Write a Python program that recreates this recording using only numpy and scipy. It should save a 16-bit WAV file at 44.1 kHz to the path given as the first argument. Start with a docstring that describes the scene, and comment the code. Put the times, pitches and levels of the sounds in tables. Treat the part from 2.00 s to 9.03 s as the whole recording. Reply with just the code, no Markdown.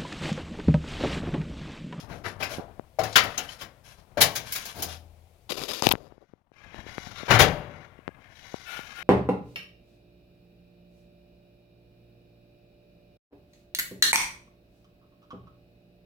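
"""Pulling a dryer's heater duct.

A hand works wire connectors off the sheet-metal duct, then pulls it free and lifts it out.
Contacts clank and scrape in the duct's modes, thin panels boom, and the cabinet rings on.
A sleeve rustles close by. Fingers shift on a hand-held camera: they rub and knock at its left
microphone, crack its case and briefly cover its ports."""
import sys
import numpy as np
from scipy import signal
from scipy.fft import rfft, irfft
from scipy.io import wavfile
from scipy.ndimage import uniform_filter1d

SR = 44100
rng = np.random.default_rng(int(sys.argv[2]) if len(sys.argv) > 2 else 0)


def unload_audio(sound):
    """Save the sound as a 16-bit wav file, at the path given as the first command line argument."""
    columns = np.transpose(np.atleast_2d(sound))
    # keep every value between -1 and 1, then stretch to whole-number steps
    steps = np.round(np.clip(columns, -1, 1) * 32767)
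    wavfile.write(sys.argv[1], SR, steps.astype(np.int16))


N = 310023
TIME_S, BINS_HZ = np.arange(N) / SR, np.fft.rfftfreq(N, 1 / SR)

PORT_COHERENCE = [(100, 1), (300, 0.71), (650, .75), (1400, 0.07), (3000, 0.14)]  # likeness of the two microphone ports: f/Hz, coherence/1
RIGHT_SHADE = [(60, -11), (380, -9.5), (700, -13), (2400, -13.5), (6500, -12.5), (9500, 1), (15000, 2)]  # shaded right port against the left: f/Hz, level/dB
ROOM_SPECTRUM = [(18, -34.5), (30, 2.5), (118, 1), (273, -18.5), (336, -14), (666, -9), (1130, -23.5),
                 (1590, -26), (2290, -22.5), (9220, -33), (12600, -35.5), (16000, -37)]  # room air: f/Hz, level/dB
PORT_COVER = [(3.9, 3.5), (4.05, -4.5), (4.2, -17.5), (4.45, -21.5), (4.62, -8.5), (7.03, 1)]  # room air as a finger covers the ports: t/s, level/dB
SQUEEZE_STROKES = [(0, 0.22, -41), (0.34, 0.23, -43), (0.996, 0.41, -52), (1.798, 0.34, -53),
                   (3.545, 0.1, -46), (3.844, 0.048, -30), (3.96, 0.11, -49), (4.55, 0.8, -46.5),
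                   (5.9, 1.45, -54.5)]  # hand tightening on the camera: t/s, length/s, level/dB
GRIP_SPECTRUM = [(20, -7.5), (45, 0), (100, 2), (200, -4.5), (400, -13), (700, -9), (1200, -15),
                 (3000, -30), (8000, -59)]  # rumble through the case: f/Hz, level/dB
DRAG_STROKES = [(-.02, 0.026, -40.5), (0.084, 0.09, -51.5), (0.235, 0.056, -39), (0.388, 0.081, -43),
                (0.49, 0.063, -36.5), (1.06, .07, -43), (1.277, .08, -47), (1.42, 0.017, -38),
                (1.477, 0.056, -40.5), (1.585, 0.023, -41.5), (1.836, 0.084, -47), (1.967, 0.034, -58),
                (2.4, 0.081, -48.5), (2.452, 0.26, -38.5), (2.786, 0.037, -43), (2.868, 0.072, -37)]  # connectors and wire over metal: t/s, length/s, level/dB
DRAG_SPECTRUM = [(100, 3), (400, -6.5), (1200, 2), (3000, 4.5), (6000, 3), (8300, -12), (11000, -5.5),
                 (16000, -23.5)]  # connector friction: f/Hz, level/dB

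# metal on metal: t/s, contact length/s, level/dB, body/dB, hardness/dB (last two re middle band)
BLOWS = [(.091, 0.04, -30.5, 12.5, -14.5), (0.239, .022, -16.5, 2.5, -22), (.399, 0.013, -20.5, 8.5, -11.5),
         (0.426, 0.0053, -16.5, 1, -7.5), (.496, 0.03, -27.5, 9.5, -7.5), (0.584, 0.0041, -38.5, 25, -11.5),
         (.987, 0.0067, -18.5, 16, -7.5), (1.034, 0.0031, -20.5, 11, -4), (1.155, .008, 3, -4.5, -8.5),
         (1.234, 0.0046, -23, 14.5, -4), (1.376, 0.0038, -19.5, 6, -3), (1.604, .018, -26.5, 4, -5.5),
         (2.171, 0.0071, -17, 12.5, -10), (2.205, 0.015, -6, 3.5, 1.5), (2.352, 0.0099, -18, -3, -0.5),
         (2.521, 0.0033, -33, -13, 10), (2.55, 0.0123, -22.5, -2, 1.5), (2.651, 0.0079, -31, 7, 2),
         (2.741, 0.06, -33.5, 15.5, -1), (2.821, 0.0045, -26.5, 13, 6.5), (5.278, 0.028, -10, 7, -16.5),
         (5.302, 0.011, 0, 4.5, -13.5), (5.328, 0.023, -3.5, 0.5, -14), (5.388, 0.016, 1.5, 6, -8),
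         (5.415, 0.0023, -6.5, 4.5, -7)]
BLOW_BANDS_HZ = [150, 700, 1800, 5000, 12000]  # boom, body, middle, edge, sparkle: f/Hz
CONTACT_SPECTRUM = [(25, -15.5), (60, -3), (120, 3.5), (220, -4), (380, -5.5), (620, -3), (1000, -3.5),
                    (1600, 0), (4200, 1.5), (7000, 3), (8300, -7.5), (10000, 3), (16000, 3)]  # metal contact: f/Hz, level/dB
DUCT_MODES = [(280, -24, 0.2), (444.8, -15.5, 0.25), (490.4, -21, 0.38), (588, -24, 0.93),
              (682, -17.5, 0.37), (756.6, -21, 0.47), (959, -26, 0.62), (1336, -18, 0.22),
              (1434, -13.5, 0.11), (1556, -13, 0.24), (1604, -12.5, 0.088), (1642, -20.5, 0.22),
              (1737, -20, 0.34), (1840, -17.5, 0.14), (2000, -12.5, 0.2), (2150, -16.5, 0.32),
              (2317, -11.5, 0.25), (2850, -16.5, 0.28), (3170, -17.5, 0.17), (3110, -17.5, 0.18),
              (3820, -14.5, 0.16), (4100, -17, 0.16), (4070, -15, 0.096), (5140, -16.5, 0.1)]  # main duct modes: f/Hz, level/dB, t60/s
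SHEET_DECAY = [(100, 0.44), (700, 0.33), (1800, 0.24), (5000, 0.17), (12000, 0.12)]  # dense ringing of the sheet: f/Hz, t60/s
CABINET_DECAY = [(100, 1.0), (700, 0.89), (1800, 1), (5000, 0.44), (12000, .5)]  # cabinet ringing: f/Hz, t60/s
CABINET_SPECTRUM = [(100, -7), (700, -14.5), (1800, -21.5), (5000, -18.5), (12000, -24.5)]  # cabinet against sheet: f/Hz, level/dB
TAB_RINGS = [(0.256, 1410, 250, -41, 0.2), (0.424, 2510, 300, -25, 0.17), (.425, 5100, 400, -29, 0.16),
             (1.127, 4560, 3100, -34.5, 0.19), (1.157, 1545, 302, -10, 0.14), (1.156, 3050, 500, -11, 0.14),
             (1.378, 6420, 900, -20, 0.074), (1.385, 2840, 400, -30, 0.22), (1.488, 3030, 200, -35, 0.093),
             (1.611, 3050, 251, -36.5, 0.074), (2.215, 3900, 1000, -13, 0.1), (2.525, 2170, 150, -37, 0.34)]  # tabs and connectors ringing: t/s, f/Hz, width/Hz, level/dB, t60/s

CASE_KNOCKS = [(.584, -20.5, 450, -10), (0.595, -21.5, 382, -20), (0.7958, -18, 756, 46),
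               (3.616, -18.5, 3020, 6), (3.824, -8, 1470, 21), (3.870, -0.5, 705, 29),
               (3.9371, -11, 576, 39), (3.9538, -13.5, 2000, 37), (4.123, -33.5, 700, 30),
               (4.18, -36.5, 595, 28), (4.3361, -32.5, 448, 37), (4.5177, -38.5, 710, 30),
               (4.745, -22, 2200, 28), (4.9819, -11.5, 1940, 39), (5.233, -20.5, 616, 41),
               (5.4864, -8.5, 3500, 24), (5.9902, -33.5, 443, 30), (6.079, -11.5, 1780, 40),
               (6.0904, -26.5, 590, 29), (6.5425, -15, 675, 43), (6.7925, -20.5, 1100, 37)]  # grip knocking the case: t/s, peak/dB, corner/Hz, left-right/dB
PANEL_FLEXES = [(.987, 643, -12.5, 0.0023, 0.1), (.987, 751, -17, 0.0015, 0.22),
                (0.988, 108, -32.5, 0.0096, 0.75), (2.171, 588.5, -16, 0.0029, 0.15),
                (2.171, 672, -22.5, 0.0032, 0.25), (2.191, 104.5, -42, 0.037, 0.39),
                (2.761, 81.6, -38, 0.13, 1.53), (5.306, 110.5, -15.5, 0.062, 0.28),
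                (5.38, 124.7, -21, 0.03, 0.15), (5.40, 154.3, -24.5, 0.023, 0.72)]  # whole panels popping: t/s, f/Hz, peak/dB, rise/s, t60/s
FINGER_STROKES = [(3.491, 0.034, -27.5, 0), (3.558, 0.075, -30, -1), (3.679, 0.038, -29, 1.5),
                  (3.727, 0.053, -36.5, 5.5), (3.825, 0.038, -24.5, 0), (3.908, 0.0069, -16.5, -4),
                  (3.96, 0.084, -42.5, -17), (4.206, 0.023, -46, -27)]  # finger by the microphone: t/s, length/s, level/dB, treble/dB
SKIN_SPECTRUM = [(35, -32.5), (70, -18.5), (240, -5), (430, 2), (900, -6.5), (1400, -10), (2000, -8.5),
                 (3000, -5), (4500, -5.5), (6700, -11.5), (8200, -25), (11300, -15.5), (16000, -27)]  # skin friction: f/Hz, level/dB
CASE_CRACKS = [(3.495, -27, 3500, -25), (3.6835, -32, 4000, -13), (3.8235, -15, 5250, -16),
               (3.8695, -4.5, 2970, -18), (3.8903, -13, 3450, -3), (3.9148, -9, 3200, -17),
               (3.9186, -10.5, 2900, -13), (3.9239, -14.5, 3000, 3)]  # squeezed case cracking: t/s, level/dB, f/Hz, fizz/dB
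SLEEVE_STROKES = [(3.958, 0.36, -78.5, -3), (4.515, 0.24, -54.5, -9), (4.72, 0.089, -52, -1.5),
                  (4.851, 0.043, -48, -2.5), (4.88, 0.23, -52.5, 5), (5.138, 0.071, -44, -2.5),
                  (5.21, 0.14, -44.5, -3), (5.614, 0.23, -55, -10), (5.83, 0.32, -61, -24.5),
                  (6.173, 0.14, -58, -10.5), (6.274, 0.4, -55.5, 4.5), (6.66, 0.12, -46, 0),
                  (6.794, 0.18, -51, -0.5), (6.97, .07, -43.5, -8)]  # arm reaching and lifting: t/s, length/s, level/dB, treble/dB
CLOTH_SPECTRUM = [(120, -20.5), (200, -16.5), (500, -9.5), (850, -5), (1200, -8.5), (1750, 0), (2750, -8),
                  (4000, -8.5), (6200, -13.5), (8400, -33), (9800, -26.5), (12800, -29), (16000, -41)]  # cloth friction: f/Hz, level/dB
RASP_STROKES = [(6.652, 0.13, -36.5), (6.945, 0.036, -37.5)]  # lifted duct against an edge: t/s, length/s, level/dB
RASP_SPECTRUM = [(300, -31), (700, -8), (1100, -9), (1450, 5), (2100, 2.5), (3200, -5.5), (5000, -22),
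                 (8200, -25), (10500, -16.5), (16000, -29)]  # thin steel sliding: f/Hz, level/dB


def amp(db):
    """Decibels to gain."""
    return 10 ** (np.asarray(db) / 20)


def unit(x):
    """Scale to rms 1."""
    return x / np.sqrt(np.mean(x ** 2) + 1e-20)


def read(points, hz):
    """Interpolate on a log-frequency axis."""
    points_hz, values = np.transpose(points)
    return np.interp(np.log(hz + 1), np.log(points_hz + 1), values)


def colour(x, spectrum):
    """Filter a full-length sound by a spectrum in dB."""
    return irfft(rfft(x) * amp(read(spectrum, BINS_HZ)), N)


def add(mix, start_s, sound):
    """Mix in a stereo sound."""
    part = mix[:, max(round(start_s * SR), 0):][:, :sound.shape[1]]
    part += sound[:, :part.shape[1]]


def port_noise(size):
    """White noise at two ports: alike in the bass, nearly unrelated in the treble."""
    left, other = rfft(rng.standard_normal((2, size)))
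    coherence = np.clip(read(PORT_COHERENCE, np.fft.rfftfreq(size, 1 / SR)), 0, 1)
    right = coherence * left + np.sqrt(1 - coherence ** 2) * other
    return irfft(np.array([left, right]), size)


def band(hz, width_hz, size):
    """Stereo noise in one resonance, rms 1."""
    detuning = (np.fft.rfftfreq(size, 1 / SR) - hz) / (width_hz / 2)
    return unit(irfft(rfft(port_noise(size)) / (1 + detuning ** 2), size))


def burst(hz, width_hz, length_s, size):
    """Gaussian puff of band noise, centred in its buffer."""
    envelope = np.exp(-((np.arange(size) - size // 2) / SR / length_s) ** 2)
    return unit(band(hz, width_hz, size)[0] * envelope) * np.sqrt(np.mean(envelope ** 2))


def resonances(depth_db, spacing_hz, bins_hz=BINS_HZ):
    """Gain of many close resonances: random peaks and valleys, shallow in the bass."""
    grid_hz = np.arange(0, SR, spacing_hz)
    gain = amp(depth_db * np.clip(rng.standard_normal(len(grid_hz)), -2, 1.5))
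    return np.interp(bins_hz, grid_hz, unit(gain)) ** np.minimum(bins_hz / 700, 1)


def friction(grain_db, slip_samples):
    """Noise whose strength jumps from slip to slip."""
    slips = unit(uniform_filter1d(rng.standard_normal(N), slip_samples))
    return unit(port_noise(N) * amp(grain_db * slips))


def stroke(start_s, length_s, db, rise_s, t60_s):
    """Gain of one slide: gathers speed, holds, dies away."""
    age_s = TIME_S - start_s
    fall_db = np.minimum(60 * np.maximum(age_s - length_s, 0) / t60_s, 200)
    return np.clip(age_s / rise_s, 0, 1) * amp(db - fall_db)


def power_sum(gains):
    """Overlapping movements add in power."""
    return np.sqrt(sum(gain ** 2 for gain in gains))


def brush(noise, strokes, corner_hz):
    """Shape noise by strokes (gain curve, treble/dB above the corner)."""
    dull = irfft(rfft(noise) / (1 + (BINS_HZ / corner_hz) ** 6), N)
    dull_gain = power_sum(gain for gain, _ in strokes)
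    treble_gain = power_sum(gain * amp(db) for gain, db in strokes)
    return dull * dull_gain + (noise - dull) * treble_gain


def room(level_db=-60):
    """Quiet air; dips while a finger covers the ports."""
    cover_db = np.interp(TIME_S, *np.transpose(PORT_COVER))
    return unit(colour(port_noise(N), ROOM_SPECTRUM)) * amp(level_db + cover_db)


def grip(right_db=-7, rest_db=-68):
    """The hand rumbles through the case, swelling with each squeeze."""
    swells = power_sum(stroke(start_s, length_s, db, rise_s=0.25 * length_s, t60_s=4.7 * length_s)
                       for start_s, length_s, db in SQUEEZE_STROKES)
    rumble = unit(colour(friction(grain_db=4, slip_samples=700), GRIP_SPECTRUM))
    return rumble * np.hypot(swells, amp(rest_db)) * amp([[0], [right_db]])


def connector_drags(gain_db=-2, ring_db=-7.5, half_width_hz=22, contact_points=3):
    """Fine slips excite the duct's modes, differently at each contact point."""
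    peaks = sum(1 / (1 + ((BINS_HZ - hz) / half_width_hz) ** 2) for hz, _, _ in DUCT_MODES)
    slips = rfft(friction(grain_db=1.5, slip_samples=120)) * amp(read(DRAG_SPECTRUM, BINS_HZ))
    ringing = slips * (1 + amp(ring_db) * peaks)
    out = np.zeros((2, N))
    for k in range(contact_points):
        scrape = unit(irfft(ringing * resonances(depth_db=4.5, spacing_hz=77.2), N))
        rows = DRAG_STROKES[k::contact_points]
        out += scrape * power_sum(stroke(*row, rise_s=0.022, t60_s=0.2) for row in rows)
    return amp(gain_db) * out


def dense_ring(contact_s, size):
    """Crowded modes: held during contact, dying fast in the sheet and slowly in the cabinet."""
    hz, frames_s, frames = signal.stft(port_noise(size), SR, nperseg=256)
    hz, age_s = hz[:, None], np.maximum(frames_s - contact_s, 0)
    sheet = amp(-60 * age_s / read(SHEET_DECAY, hz))
    cabinet = amp(read(CABINET_SPECTRUM, hz) - 60 * age_s / read(CABINET_DECAY, hz))
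    return signal.istft(frames * np.hypot(sheet, cabinet), SR, nperseg=256)[1][:, :size]


def duct_ring(contact_s, size, gain_db=-8):
    """Main duct modes, each met at a random phase."""
    t, out = np.arange(size) / SR, np.zeros((2, size))
    for hz, db, t60_s in DUCT_MODES:
        envelope = amp(gain_db + db - 60 * np.maximum(t - contact_s, 0) / t60_s)
        mode = envelope * np.sin(2 * np.pi * (hz * t + rng.random()))
        right_polarity = np.sign(read(PORT_COHERENCE, hz) + rng.uniform(-0.87, 1))
        out += [mode, mode * right_polarity]
    return out


def blow_spectrum(contact_s, body_db, hard_db):
    """Long pushes move more panel and boom; hard edges sparkle. Rows: f/Hz, level/dB."""
    boom_db = body_db - 7.5 + 3 * np.log2(contact_s / 0.01)
    sparkle_db = -9.5 + 1.66 * hard_db
    return list(zip(BLOW_BANDS_HZ, [boom_db, body_db, 0, hard_db, sparkle_db]))


def clanks(gain_db=-1, dip_db=-0.5, dip_s=0.017, size=49152):
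    """Metal on metal: energy builds during contact, then rings out."""
    out, t = np.zeros((2, N)), np.arange(SR) / SR
    bins_hz = np.fft.rfftfreq(size, 1 / SR)
    for start_s, contact_s, db, body_db, hard_db in BLOWS:
        dense = rfft(dense_ring(contact_s, size))
        dense *= resonances(depth_db=4, spacing_hz=60, bins_hz=bins_hz)  # varies by contact point
        modes = rfft(duct_ring(contact_s, size // 2), size)
        tone_db = read(blow_spectrum(contact_s, body_db, hard_db), bins_hz)
        tone_db += read(CONTACT_SPECTRUM, bins_hz)
        ring = irfft((dense + modes) * amp(gain_db + db + tone_db), size)[:, :SR]
        build = np.minimum(t / contact_s, 1) ** 0.76
        release_dip = amp(dip_db * (np.exp(-abs(t - contact_s) / dip_s) - 0.5))
        add(out, start_s, ring * build * release_dip)
    return out


def clinks(rise_s=0.0012, size=16384):
    """Small parts ring in clusters of close modes."""
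    out, t = np.zeros((2, N)), np.arange(size) / SR
    for start_s, hz, width_hz, db, t60_s in TAB_RINGS:
        envelope = np.minimum(t / rise_s, 1) * amp(db - 60 * t / t60_s)
        add(out, start_s, band(hz, width_hz, size) * envelope)
    return out


def settling_slips(from_s=4.55, to_s=5.9, peak_db=-33.5, spread_db=6.5, count=4):
    """Faint random slips of the settling hand, as CASE_KNOCKS rows."""
    slot_s, corner_hz, pan_db = (to_s - from_s) / count, 550, 27.5
    return [(from_s + slot_s * (k + when), peak_db + spread_db * (2 * force - 1), corner_hz, pan_db)
            for k, (when, force) in enumerate(rng.random((count, 2)))]


def knocks(highpass_hz=110, thud_gain=0.55, thud_hz=450, size=2048):
    """Each slip of the grip is a pressure spike with a dull rebound."""
    out, spike = np.zeros((2, N)), signal.unit_impulse(size)
    thud = signal.lfilter(*signal.butter(2, thud_hz, fs=SR), spike)
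    highpass = signal.butter(2, highpass_hz, "high", fs=SR)
    for start_s, db, corner_hz, pan_db in CASE_KNOCKS + settling_slips():
        snap = signal.lfilter(*signal.butter(3, corner_hz, fs=SR), spike)
        pulse = signal.lfilter(*highpass, snap / snap.max() + thud_gain * thud / thud.max())
        pan = amp([[min(pan_db, 0)], [min(-pan_db, 0)]])
        add(out, start_s, pan * amp(db) * pulse / abs(pulse).max())
    return out


def panel_booms():
    """Whole panels flex and pop: sines that swell and decay."""
    out, t = np.zeros((2, N)), np.arange(SR) / SR
    for start_s, hz, db, rise_s, t60_s in PANEL_FLEXES:
        swell = np.minimum(t / rise_s, 1) * amp(db - 60 * np.maximum(t - rise_s, 0) / t60_s)
        add(out, start_s, np.tile(swell * np.sin(2 * np.pi * hz * t), (2, 1)))
    return out


def finger_rubs(right_db=-17.5):
    """Skin slides by the left port; shorter slides start and stop more abruptly."""
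    slips = rfft(colour(friction(grain_db=3, slip_samples=150), SKIN_SPECTRUM))
    skin = unit(irfft(slips * resonances(depth_db=3.5, spacing_hz=110), N))
    strokes = [(stroke(start_s, length_s, db, rise_s=0.25 * length_s, t60_s=4.6 * length_s), treble_db)
               for start_s, length_s, db, treble_db in FINGER_STROKES]
    return brush(skin, strokes, corner_hz=1008) * amp([[0], [right_db]])


def cracks(right_db=-37, length_s=0.00096, hollow_db=-8, size=2048):
    """The squeezed case snaps at the left port, with a fizzy top and a brief hollow note."""
    out = np.zeros((2, N))
    for start_s, db, hz, fizz_db in CASE_CRACKS:
        fizz = amp(fizz_db) * burst(hz=13500, width_hz=4700, length_s=length_s, size=size)
        hollow = amp(hollow_db) * burst(hz=940, width_hz=180, length_s=0.002, size=size)
        snap = burst(hz, width_hz=2600, length_s=length_s, size=size)
        add(out, start_s - size // 2 / SR, (snap + fizz + hollow) * amp([[db], [db + right_db]]))
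    return out


def sleeve(gain_db=7.5, right_db=-10.5, drift_hz=1.3, positions=4):
    """Cloth hiss whose reflections shift as the arm moves."""
    slips = rfft(friction(grain_db=1.84, slip_samples=300)) * amp(read(CLOTH_SPECTRUM, BINS_HZ))
    cloth = np.zeros((2, N))
    for k in range(positions):
        crossfade = np.maximum(np.cos(2 * np.pi * (drift_hz * TIME_S + k / positions)), 0) ** 2
        cloth += crossfade * irfft(slips * resonances(depth_db=7, spacing_hz=69.2), N)
    strokes = [(stroke(start_s, length_s, db, rise_s=0.45 * length_s, t60_s=0.42), treble_db)
               for start_s, length_s, db, treble_db in SLEEVE_STROKES]
    return brush(unit(cloth), strokes, corner_hz=2800) * amp(gain_db) * amp([[0], [right_db]])


def duct_rasp(right_db=-9):
    """Thin steel slides grittily against an edge."""
    slips = rfft(colour(friction(grain_db=0.5, slip_samples=150), RASP_SPECTRUM))
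    scrape = unit(irfft(slips * resonances(depth_db=8.5, spacing_hz=80), N))
    envelope = power_sum(stroke(*row, rise_s=0.034, t60_s=0.45) for row in RASP_STROKES)
    return scrape * envelope * amp([[0], [right_db]])


def scene():
    """The right port is shaded; knocks and cracks bypass the shading through the case."""
    metal = clanks() + panel_booms() + clinks() + connector_drags() + duct_rasp()
    left, right = metal + sleeve() + finger_rubs() + grip() + room()
    return np.array([left, colour(right, RIGHT_SHADE)]) + knocks() + cracks()


def record(dry, cutoff_hz=16100):
    """Overload at full scale, then band limit."""
    lowpass = signal.firwin(255, cutoff_hz, window=("kaiser", 8), fs=SR)
    return signal.oaconvolve(np.clip(dry, -1, 1), lowpass[None], "same")


dry = scene()
out = record(dry)
unload_audio(out)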